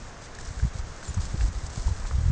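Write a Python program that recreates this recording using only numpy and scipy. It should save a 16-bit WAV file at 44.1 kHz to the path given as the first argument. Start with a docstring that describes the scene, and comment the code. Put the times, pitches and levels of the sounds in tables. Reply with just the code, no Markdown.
"""A herd of cows trots and frisks over an open pasture, some metres away.
Hooves thud dully into the soft turf and crush the soil, and now and then one clicks on something hard.
Legs swish through the grass and snap a few stalks, while the farther animals make a low rumble.
A few thin, high chirps sound over the steady hiss of the open air."""
import sys
import numpy as np
from scipy import signal
from scipy.fft import rfft, irfft
from scipy.io import wavfile
from scipy.ndimage import uniform_filter1d

SR = 44100
rng = np.random.default_rng(int(sys.argv[2]) if len(sys.argv) > 2 else 0)


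def wrap_up_sound(samples):
    """Save the sound to the file named by the first command line argument, as 16-bit audio."""
    columns = np.atleast_2d(samples).T
    # keep every value between -1 and 1, then stretch to whole-number steps
    tamed = np.clip(columns, -1, 1)
    steps = np.round(tamed * 32767).astype(np.int16)
    wavfile.write(sys.argv[1], SR, steps)


N = 102135
TIME = np.arange(N) / SR


def from_db(db):
    """Turn decibels into a number to multiply a sound by."""
    return 10 ** (np.asarray(db) / 20)


def unit_power(sound):
    """Scale a sound so that its average power is 1."""
    return sound / np.sqrt(np.mean(sound ** 2) + 1e-20)


def coloured(noise, spectrum):
    """Shape a noise's lows and highs along (Hz, dB) points, then scale it to a power of 1."""
    hz, db = np.transpose(spectrum)
    freqs = np.maximum(np.arange(N // 2 + 1) * SR / N, 1)
    gain = from_db(np.interp(np.log(freqs), np.log(hz), db))
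    low_cut = freqs ** 2 / (freqs ** 2 + 10 ** 2)   # fades out below 10 Hz
    return unit_power(irfft(rfft(noise) * gain * low_cut, N))


def band_noise(hz, width, order=2):
    """Make noise around one pitch; width is roughly the band's share of that pitch."""
    edges = np.clip([hz / (1 + width / 2), hz * (1 + width / 2)], 10, SR / 2 - 1)
    band = signal.butter(order, edges, "band", fs=SR, output="sos")
    return unit_power(signal.sosfilt(band, rng.standard_normal(N)))


def cracks(rows, rise_s, decay_s):
    """Make the short bursts of noise of things breaking, each around its own pitch."""
    out = np.zeros(N)
    for start, db, hz, width in rows:
        age = np.maximum(TIME - start, 0)
        envelope = (1 - np.exp(-age / rise_s)) * np.exp(-age / decay_s)
        out += from_db(db) * envelope * band_noise(hz, width, order=4)
    return out


def herd_rumble():
    """The farther animals blur into a low rumble that swells and sinks."""
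    # How loud the rumble is. Each row: time in seconds, level in dB.
    levels = [(0, -38.5), (.25, -51.5), (.45, -39), (.7, -42.5), (.88, -34.5), (1.0, -48), (1.2, -33.5),
              (1.6, -37.5), (1.9, -38.5), (2.0, -33), (2.32, -32.5)]
    # The rumble's tone. Each row: frequency in Hz, relative level in dB.
    spectrum = [(20, 8), (35, 4), (60, -0.5), (110, -6.5), (180, -13.5), (300, -28.5), (600, -63.5)]
    loudness = from_db(np.interp(TIME, *np.transpose(levels)))
    return loudness * coloured(rng.standard_normal(N), spectrum)


def open_air():
    """Open air and distant trees make a steady hiss."""
    # The tone of the hiss. Each row: frequency in Hz, relative level in dB.
    spectrum = [(100, 4), (200, -0.5), (330, -3.5), (550, -3.5), (1300, -5.5), (1750, -6.5), (2600, -15),
                (4000, -18), (6600, -14), (8100, -24), (9000, -30.5), (10000, -47)]
    return from_db(-44.5) * coloured(rng.standard_normal(N), spectrum)


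def grass_swishes():
    """Blades of grass flick against the legs, and their many tiny ticks merge into swishes."""
    # Legs sweeping the grass. Each row: start in seconds, length in seconds, level in dB.
    swishes = [(0.0, 0.095, -55.5), (0.213, 0.049, -49.5), (0.344, 0.0092, -48), (0.384, 0.028, -46.5),
               (0.422, 0.028, -52), (0.447, 0.044, -49), (0.502, 0.18, -50.5), (0.732, 0.048, -51.5),
               (0.778, 0.018, -45), (0.859, 0.16, -52.5), (1.025, 0.1, -47.5), (1.124, 0.065, -50.5),
               (1.198, 0.057, -42.5), (1.26, 0.17, -49.5), (1.395, 0.09, -46.5), (1.519, 0.16, -50.5),
               (1.693, 0.033, -46.5), (1.725, 0.037, -45), (1.769, .10, -45.3), (1.869, 0.033, -45),
               (1.914, 0.19, -49.5), (2.059, 0.018, -43.5), (2.091, 0.2, -51)]
    # The tone of the grass. Each row: frequency in Hz, relative level in dB.
    spectrum = [(1000, 6.5), (2500, -5), (4000, 3.5), (6500, 5.5), (8000, 4.5), (9000, -9.5), (10000, -36)]
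    attack_s, release_s = 0.0042, 0.011
    blades_per_s, flicker_db = 1500, 1.5
    power = np.zeros(N)
    for start, length, db in swishes:
        attack = np.clip((TIME - start) / min(attack_s, length / 2), 0, 1)
        release = np.exp(-np.maximum(TIME - start - length, 0) / release_s)
        power += (from_db(db) * attack * release) ** 2
    # Uneven contact makes the level flicker within a sweep.
    contact = unit_power(uniform_filter1d(rng.standard_normal(N), size=250))
    flicker = from_db(flicker_db * contact)
    ticks = unit_power((rng.random(N) < blades_per_s / SR) * rng.standard_normal(N))
    rustle = ticks + rng.standard_normal(N)   # equal parts ticks and smooth hiss
    return np.sqrt(power) * coloured(flicker * rustle, spectrum)


def hoof_clicks():
    """A hoof knocks on something hard, crunches a little and rings until the turf damps it."""
    # Hard knocks. Each row: start in seconds, level in dB, pitch in Hz, ring length in cycles.
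    clicks = [(0.386, -36.5, 1720, 5.5), (0.598, -32.5, 1570, 3.8), (1.0283, -33.5, 1470, 3.1),
              (1.143, -36, 1340, 2.7), (1.1775, -30.5, 900, 1.04), (1.409, -29.5, 1680, 1.8),
              (1.879, -33.5, 930, 3.7), (2.0521, -29.5, 1250, 0.65), (2.0546, -35.5, 1370, 1.6),
              (2.1105, -25.5, 1170, 1.5)]
    crunch_db, crunch_decay_s = -12.5, 0.0034
    out = np.zeros(N)
    for start, db, hz, cycles in clicks:
        age = np.maximum(TIME - start, 0)
        progress = age * hz / cycles
        envelope = np.sqrt(2 * np.e) * progress * np.exp(-progress ** 2)   # peaks at 1
        ring = envelope * np.sin(2 * np.pi * hz * age)
        crunch_fade = (TIME > start) * np.exp(-age / crunch_decay_s)
        crunch = from_db(crunch_db) * crunch_fade * band_noise(hz, width=1.77, order=4)
        out += from_db(db) * (ring + crunch)
    return out


def stalk_snaps():
    """Stalks break with tiny, bright cracks."""
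    # Each row: start in seconds, level in dB, pitch in Hz, width as a share of the pitch.
    snaps = [(0.452, -37.5, 5900, .25), (0.473, -35.5, 6300, 0.27), (1.1435, -35, 6900, .4),
             (1.409, -32.5, 2510, 1.53), (1.6645, -31, 6040, 0.6)]
    return cracks(snaps, rise_s=0.00085, decay_s=0.003)


def hoof_thuds():
    """Each landing swells quickly, rocks the turf briefly and crumbles a little soil."""
    # Hoof landings. Each row: time of the peak in seconds, level in dB, pitch in Hz, decay in cycles.
    landings = [(0.491, -27.5, 42.6, 0.29), (0.514, -28, 81.4, 0.47), (0.581, -26.5, 49.6, 1.06),
                (0.636, -13, 67.6, 0.57), (0.653, -14.5, 97, 0.27), (0.67, -22, 58.6, 0.88),
                (0.759, -26.5, 95.6, 0.27), (0.803, -20.5, 55.2, .45), (1.094, -23.5, 79, 0.63),
                (1.110, -24.5, 81.3, 0.3), (1.176, -18, 91, 1.9), (1.197, -25, 60.3, 2.3),
                (1.239, -26, 52, 0.74), (1.347, -18, 104, 0.31), (1.389, -24, 53, 5.3),
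                (1.421, -16, 54.6, 0.34), (1.442, -16.5, 50, 1.33), (1.484, -25.5, 89, 2.3),
                (1.563, -24.5, 47.8, 1.5), (1.644, -24.5, 71.4, 0.53), (1.694, -27, 60.5, 0.32),
                (1.781, -22, 102, 0.45), (1.808, -22.5, 35, 0.47), (1.873, -14.5, 46.3, 0.36),
                (1.886, -24, 87.7, 1.5), (1.918, -18, 70, 0.86), (2.045, -28, 40.4, 3.3),
                (2.126, -25.5, 62, 2.2), (2.156, -18, 57, 0.93), (2.189, -16.5, 80, 0.69),
                (2.217, -18, 68, 0.29), (2.242, -18, 66, 0.23), (2.265, -13.5, 71.6, 0.34),
                (2.288, -12.5, 65.3, 0.38), (2.305, -13.5, 98.5, 0.43)]
    rise_cycles = 0.68   # the soft turf gives way before the hoof stops
    overtone_db = -14   # this overtone steepens the front of a thud
    soil_db, soil_hz, soil_decay_s = -35, 240, 0.0072
    turf, crumbling = np.zeros(N), np.zeros(N)
    for peak_s, db, hz, decay_cycles in landings:
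        cycles = (TIME - peak_s) * hz
        envelope = np.exp(-(cycles / np.where(cycles < 0, rise_cycles, decay_cycles)) ** 2)
        phase = 2 * np.pi * cycles
        turf += from_db(db) * envelope * (np.cos(phase) - from_db(overtone_db) * np.sin(2 * phase))
        crumbling += from_db(db) * (TIME > peak_s) * np.exp(-np.abs(TIME - peak_s) / soil_decay_s)
    return turf + from_db(soil_db) * crumbling * band_noise(soil_hz, width=1.06)


def chirps():
    """Each thin chirp is two steady high tones that start together and quickly fade."""
    # Each row: start and length in seconds, lower and upper pitch in Hz, level in dB.
    notes = [(1.053, 0.023, 7460, 8500, -42), (1.078, 0.027, 7090, 8800, -37),
             (1.142, 0.0074, 6490, 7900, -38), (1.199, 0.01, 4660, 8000, -48)]
    upper_db, fade_s = -12, 0.038
    out = np.zeros(N)
    for start, length, lower_hz, upper_hz, db in notes:
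        age = np.clip(TIME - start, 0, length)
        envelope = np.sqrt(np.abs(np.sin(np.pi * age / length))) * np.exp(-age / fade_s)
        lower = np.sin(2 * np.pi * lower_hz * age)
        upper = from_db(upper_db) * np.sin(2 * np.pi * upper_hz * age)
        out += from_db(db) * envelope * (lower + upper)
    return out


def crushed_clods():
    """Lumps of earth break under a hoof with a low, dull crunch."""
    # Each row: start in seconds, level in dB, pitch in Hz, width as a share of the pitch.
    clods = [(1.338, -35.5, 302, 0.51), (1.434, -35, 242, 0.92), (2.107, -40.5, 540, 1.0)]
    return cracks(clods, rise_s=0.002, decay_s=0.014)


def scene():
    """Mix the near hooves, grass and chirps with the herd's rumble and the air, in one channel."""
    background = herd_rumble() + open_air()
    near_cows = grass_swishes() + hoof_clicks() + stalk_snaps() + hoof_thuds() + crushed_clods()
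    return (background + near_cows + chirps())[None]


def record(dry):
    """Gently remove the bass below 4 Hz and steeply cut the treble above 9850 Hz."""
    bass_cut = signal.butter(1, 4, "high", fs=SR, output="sos")
    treble_cut = signal.ellip(10, 0.2, 80, 9850, fs=SR, output="sos")
    return signal.sosfilt(treble_cut, signal.sosfilt(bass_cut, dry))


dry = scene()
out = record(dry)
wrap_up_sound(out)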